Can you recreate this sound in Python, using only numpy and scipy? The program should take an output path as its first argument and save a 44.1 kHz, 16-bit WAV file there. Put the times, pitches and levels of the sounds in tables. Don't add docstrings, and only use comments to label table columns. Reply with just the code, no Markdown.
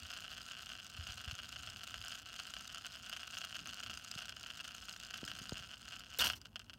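import sys
import numpy as np
from scipy import signal
from scipy.fft import rfft, irfft
from scipy.io import wavfile

SR = 44100
rng = np.random.default_rng(int(sys.argv[2]) if len(sys.argv) > 2 else 0)


def store_wav(level_fs):
    pcm = np.round(np.clip(np.atleast_2d(level_fs), -1, 1) * 32767)
    wavfile.write(sys.argv[1], SR, pcm.T.astype(np.int16))


N = 298998
T = np.arange(N) / SR

# freq_hz, gain_db
AIR_SPECTRUM = [(25, -28), (55, 5), (80, -10.5), (130, -5), (230, -2), (310, -13.5), (450, -15),
                (1000, -17), (3000, -39.5), (8000, -34), (16000, -34)]
# centre_s, half_width_s, rumble_db, rub_db
GRIP_SHIFTS = [(1.08, .15, -60.5, -88), (1.66, 0.16, -58, -89), (1.96, .07, -59, -80),
               (3.645, 0.075, -81, -60), (3.908, 0.054, -62.5, -61), (4.386, 0.092, -61, -81),
               (5.373, 0.25, -68, -64.5), (6.32, 0.079, -60, -65)]
# start_s, peak_db, first_hz, last_hz, swell_s
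PHONE_BUMPS = [(0.015, -50, 101, 79.6, 0.013), (0.985, -39.5, 101, 83, 0.01), (1.089, -46, 110, 84, 0.0054),
               (1.274, -37.5, 130, 72, 0.0051), (1.324, -41.5, 140, 104, 0.0045),
               (4.159, -43.5, 260, 146, 0.0021), (5.231, -35.5, 674, 150, 0.0012),
               (5.243, -47, 153, 103, 0.0031), (5.415, -44, 280, 139, 0.0013),
               (5.522, -32, 750, 138, 0.00095), (5.525, -37, 151, 88, 0.0019),
               (5.603, -47, 110, 86, 0.0037)]
# freq_hz, t60_s, gain_db
RIM_MODES = [(75, 0.094, -26.5), (235, 0.051, -22), (510, 0.0096, -17), (1005, 0.024, -17.5),
             (1580, .008, -8.5), (2220, 0.0066, -12), (3000, 0.0068, -2), (3970, 0.0037, -11),
             (4600, 0.0027, 3.5), (5760, 0.003, 0.5), (8400, 0.0011, 4), (12200, 0.0014, 2.5),
             (14000, 0.0026, -7)]
# start_s, length_s, level_db
RIM_RUBS = [(6.189, 0.03, -40.5), (6.242, .017, -40), (6.27, 0.0069, -49), (6.296, 0.0037, -55),
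            (6.318, 0.0051, -57.5), (6.353, 0.015, -58.5)]
# freq_hz, t60_s, gain_db
WIRE_MODES = [(1413, 0.019, -6.5), (2830, 0.0084, -3.5), (3930, 0.0074, 0), (4870, 0.008, 2),
              (6240, 0.0077, 0), (7000, 0.0069, -2.5), (8380, 0.01, -7.5), (11440, 0.0011, 5),
              (14500, 0.0079, -16)]
# angle_turns, width_turns, pressure_db
WIRE_CONTACTS = [(-.02, 0.084, 12), (.35, 0.063, 4.5), (0.699, 0.22, -1.5)]
# time_s, gain_db
SCRATCH_DRIFT = [(0, -1), (1.5, -2), (2.2, .5), (4.1, -1), (4.6, -1), (5.45, 0), (5.75, -3), (6.78, -5.5)]
# start_s, level_db
WIRE_SNAPS = [(0.115, -45.5), (1.1213, -43.5), (1.875, -45.5), (2.082, -41), (2.8652, -42), (3.0957, -42),
              (3.3854, -42), (3.5659, -41.5), (3.6722, -44), (3.7432, -44.5), (4.1136, -40.5),
              (4.8944, -45.5), (5, -43.5), (5.251, -43), (5.4936, -45), (6.415, -51.5), (6.4541, -54),
              (6.4678, -58.5), (6.594, -49.5), (6.6116, -62), (6.6436, -62), (6.7376, -55)]
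# freq_hz, t60_s, gain_db
BOARD_MODES = [(768, 0.048, -27), (1420, 0.0012, -36.5), (1555, 0.0097, -8), (1760, 0.0041, -3.5),
               (2678, 0.016, -15.5), (2902, 0.0092, -1), (3142, 0.027, -10.5), (4260, 0.0025, 2),
               (5120, 0.016, -20.5), (6060, 0.017, -37)]
# start_s, level_db, first_rebound_loss_db
SHAFT_KNOCKS = [(0.133, -36, 6), (0.1652, -33, 1), (0.3168, -32.5, 14), (0.517, -35, 12), (0.719, -32.5, 8),
                (1.069, -30.5, 7), (1.1007, -35.5, 18), (1.3116, -30.5, 9), (1.3894, -30, 5),
                (1.56, -32.5, 4), (1.6733, -31, 6), (1.9419, -27, 15), (2.0398, -34, 8), (2.1231, -34.5, 7),
                (2.149, -37, 10), (2.3916, -30, 9), (2.4, -30, 15), (2.4689, -46, 19), (2.5672, -30, 16),
                (2.746, -33, 19), (2.7816, -33.5, 19), (2.8599, -37, 0), (3.1282, -26.5, 4.5),
                (3.165, -31.5, 19), (3.2319, -31, 15), (3.37, -30, 6), (3.4156, -28, 18), (3.4408, -28, 9),
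                (3.546, -32.5, 4), (3.5618, -33.5, 8), (3.83, -36, 6), (3.8635, -34, 9), (3.8974, -30, 4),
                (3.9739, -32, 20), (4.1898, -29, 11), (4.2206, -33.5, 15), (4.255, -36.5, 9),
                (4.3238, -32, 16), (4.4636, -32, 17), (4.5028, -29.5, 18), (4.6014, -32, 1.5),
                (4.6493, -34, 15), (4.8844, -32, 1), (5.1386, -31.5, 8), (5.2778, -28, 7),
                (5.3154, -30.5, 18), (5.571, -33, 3), (5.924, -35, 9), (6.1967, -35, 18), (6.2073, -21, 2),
                (6.215, -21.5, 16), (6.2208, -17.5, 12), (6.224, -19.5, 8), (6.2367, -23, 1),
                (6.241, -22, 19), (6.2551, -22, 9), (6.2636, -28.5, 21), (6.2695, -20, 18), (6.289, -30, 5),
                (6.3003, -18, 31), (6.307, -27, 6), (6.334, -29.5, 5.5), (6.4511, -47, 6), (6.4562, -35, 9),
                (6.5582, -27, 5.5), (6.5983, -36.5, 9), (6.617, -42.5, 19), (6.6968, -34, 5),
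                (6.7332, -39.5, 4)]
# time_s, turns_per_s
ROTOR_SPEED = [(0.0, 28.7), (0.8, 28.96), (1.6, 28.73), (2.4, 28.53), (3.2, 28.54), (4.0, 28.48),
               (4.8, 28.2), (5.5, 28.2), (6.19, 27.82), (6.35, 21.5)]
LULLS_S = [2.81, 3.0, 4.33, 4.99, 5.78, 6.06]


def undb(db):
    return 10 ** (np.asarray(db) / 20)


def unit(x):
    return x / np.sqrt(np.mean(x ** 2))


def curve(table):
    return np.interp(T, *np.transpose(table))


def swell(centre_s, half_width_s):
    return np.exp(-np.minimum(((T - centre_s) / half_width_s) ** 2, 50))


def to_samples(times_s):
    return np.clip(np.round(times_s * SR).astype(int), 0, N)


def colour(x, spectrum, size=4096):
    hz, db = np.transpose(spectrum)
    bins_hz = np.arange(size // 2 + 1) * SR / size
    gain = undb(np.interp(np.log(bins_hz + 1), np.log(hz), db))
    cepstrum = irfft(np.log(gain))[:size // 2]
    cepstrum[0] /= 2
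    response = irfft(np.exp(rfft(2 * cepstrum, size)))
    return signal.fftconvolve(x, response / np.linalg.norm(response))[:N]


def band_noise(low_hz, high_hz):
    band = signal.butter(3, [low_hz, high_hz], "band", fs=SR, output="sos")
    return unit(signal.sosfilt(band, rng.standard_normal(N)))


def ring(modes, times_s, sizes, scatter_db, detune, rise_s=0.0001):
    starts = to_samples(times_s)[:, None]
    out = np.zeros(N)
    for hz, t60_s, db in modes:
        pitch_draw, gain_draw = np.clip(rng.standard_normal((len(times_s), 2)), -1.5, 1.5).T
        steps = np.arange(int(t60_s * SR))
        t = steps / SR
        envelope = undb(db - 60 * t / t60_s) * (1 - np.exp(-t / rise_s))
        pitch_hz = hz * (1 + detune * pitch_draw[:, None])
        gain = sizes * undb(scatter_db * gain_draw)
        waves = gain[:, None] * envelope * np.cos(2 * np.pi * pitch_hz * t)
        out += np.bincount((starts + steps).ravel(), waves.ravel(), N)[:N]
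    return out


def room_air(level_db=-68):
    return undb(level_db) * unit(colour(rng.standard_normal(N), AIR_SPECTRUM))


def reflections(x, t60_s=0.062, wet_db=-18, echo_s=0.001415, echo_db=-13):
    t = T[:SR // 2]
    tail = rng.standard_normal(len(t)) * undb(-60 * t / t60_s) * (t > 0.003)
    tail = signal.sosfilt(signal.butter(1, 6000, fs=SR, output="sos"), tail)
    echo = undb(echo_db) * np.interp(T - echo_s, T, x)
    return x + echo + undb(wet_db) * signal.fftconvolve(x, tail / np.linalg.norm(tail))[:N]


def grip(rest_rumble_db=-68.5, rest_rub_db=-72.5):
    rumble, rub = undb(rest_rumble_db), undb(rest_rub_db)
    for centre_s, half_width_s, rumble_db, rub_db in GRIP_SHIFTS:
        shift = swell(centre_s, half_width_s)
        rumble = np.hypot(rumble, undb(rumble_db) * shift)
        rub = np.hypot(rub, undb(rub_db) * shift)
    return rumble * band_noise(45, 113) + rub * band_noise(91, 287)


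def phone_bumps(settle_s=0.00094):
    out = np.zeros(N)
    for start_s, peak_db, first_hz, last_hz, swell_s in PHONE_BUMPS:
        t = np.maximum(T - start_s, 0)
        cycles = last_hz * t + (first_hz - last_hz) * settle_s * (1 - np.exp(-t / settle_s))
        envelope = t / swell_s * np.exp(1 - t / swell_s)
        out -= undb(peak_db) * envelope * np.sin(2 * np.pi * cycles)
    return out


def rim_rasp(grains=450, span_s=0.2, grit_db=3, ease_db_per_s=652):
    time_draw, sign_draw, size_draw = rng.random((grains, 3)).T
    times_s = RIM_RUBS[0][0] + span_s * time_draw
    pressure = np.zeros(grains)
    for start_s, length_s, db in RIM_RUBS:
        easing_s = np.maximum(times_s - start_s - length_s, 0)
        pressure += undb(db - ease_db_per_s * easing_s) * (times_s >= start_s)
    sizes = np.sign(sign_draw - 0.5) * pressure * undb(grit_db * (2 * size_draw - 1.5))
    return ring(RIM_MODES, times_s, sizes, scatter_db=9.5, detune=0.065)


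def hand_graze(squeak_s=6.198, squeak_hz=3650, squeak_db=-24):
    touch_s, touch_db = np.array([6.1873, 6.1892]), [-14, -19]
    touches = np.bincount(to_samples(touch_s), undb(touch_db), N)
    tick = colour(touches, spectrum=[(100, -30), (500, 19.5), (1500, -24), (6000, 4), (16000, 12)])
    phase = 2 * np.pi * squeak_hz * (T - squeak_s)
    squeak = undb(squeak_db) * swell(squeak_s, 0.0014) * (np.sin(phase) + 0.08 * np.sin(2 * phase))
    return tick + squeak + rim_rasp()


def wire_pings(times_s, sizes):
    return ring(WIRE_MODES, times_s, sizes, scatter_db=4, detune=0.059)


def wire_scratch(turns, slips=2600, floor_db=-3.5, spread_db=7, max_catch=1.47):
    time_draw, size_draw = rng.random((slips, 2)).T
    times_s = time_draw * T[-1]
    slip_turns = np.interp(times_s, T, turns)
    pressure = np.full(slips, undb(floor_db))
    for angle_turns, width_turns, db in WIRE_CONTACTS:
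        offset_turns = (slip_turns - angle_turns + 0.5) % 1 - 0.5
        pressure += undb(db) * np.exp(-0.5 * (offset_turns / width_turns) ** 2)
    catch_db = spread_db * np.minimum(-np.log(size_draw), max_catch)
    return unit(wire_pings(times_s, pressure * undb(catch_db)))


def wire_snaps(skid_s=0.0025, touches=4, fade_db=20):
    start_s, level_db = np.transpose(WIRE_SNAPS)[:, :, None]
    progress = rng.random((len(start_s), touches)) * np.linspace(0, 1, touches)
    times_s = start_s + skid_s * progress
    return wire_pings(times_s.ravel(), undb(level_db - fade_db * progress).ravel())


def board_ring(times_s, sizes):
    return ring(BOARD_MODES, times_s, sizes, scatter_db=1.5, detune=0.026, rise_s=0.00016)


def rattle_colour(x, low_cut_hz=590, notch_hz=890, notch_q=5):
    highpass = signal.butter(4, low_cut_hz, "high", fs=SR, output="sos")
    return signal.lfilter(*signal.iirnotch(notch_hz, notch_q, fs=SR), signal.sosfilt(highpass, x))


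def shaft_chatter(turns, bounces=2000, bounce_s=0.0054, jitter=0.2, lean_db=2, spread_db=6.5):
    gap_draw, force_draw = rng.standard_normal((bounces, 2)).T
    times_s = np.cumsum(bounce_s * np.exp(jitter * gap_draw))
    lean = np.cos(2 * np.pi * (np.interp(times_s, T, turns) + 0.06))
    force_db = lean_db * lean + spread_db * np.clip(force_draw, -2, 1.34)
    return unit(board_ring(times_s, undb(force_db)))


def shaft_knocks(touches=3, rebound_s=0.0049):
    start_s, level_db, loss_db = np.transpose(SHAFT_KNOCKS)[:, :, None]
    touch = np.arange(touches)
    times_s = start_s + rebound_s * touch
    board_gain = 0.33 * sum(undb(db) for _, _, db in BOARD_MODES)
    sizes = undb(level_db - loss_db * touch ** 1.13) / board_gain
    return board_ring(times_s.ravel(), sizes.ravel())


def motor(full_turns_per_s=28.2, chatter_base_db=-54, scratch_base_db=-56.5):
    turns_per_s = curve(ROTOR_SPEED)
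    turns = np.cumsum(turns_per_s) / SR
    rocking = np.tanh(sum(swell(start_s, 0.037) for start_s, _, _ in SHAFT_KNOCKS))
    slowing_db = -3 * np.maximum(full_turns_per_s - turns_per_s, 0)
    lull_db = -7 * sum(swell(centre_s, 0.024) for centre_s in LULLS_S)
    chatter_db = chatter_base_db + 2.5 * rocking + slowing_db + lull_db
    scratch_db = scratch_base_db + 0.6 * rocking + slowing_db + lull_db + curve(SCRATCH_DRIFT)
    shaft = undb(chatter_db) * shaft_chatter(turns) + shaft_knocks()
    wire = undb(scratch_db) * wire_scratch(turns) + wire_snaps()
    return rattle_colour(shaft + wire)


def scene():
    rattle = motor()
    air = room_air()
    return (reflections(rattle + hand_graze()) + grip() + phone_bumps() + air)[None]


def record(dry):
    low_hz, top_hz = 42, 15800
    highpass = signal.butter(4, low_hz, "high", fs=SR, output="sos")
    lowpass = signal.ellip(10, 0.2, 80, top_hz, fs=SR, output="sos")
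    return signal.sosfilt(lowpass, signal.sosfilt(highpass, dry))


dry = scene()
out = record(dry)
store_wav(out)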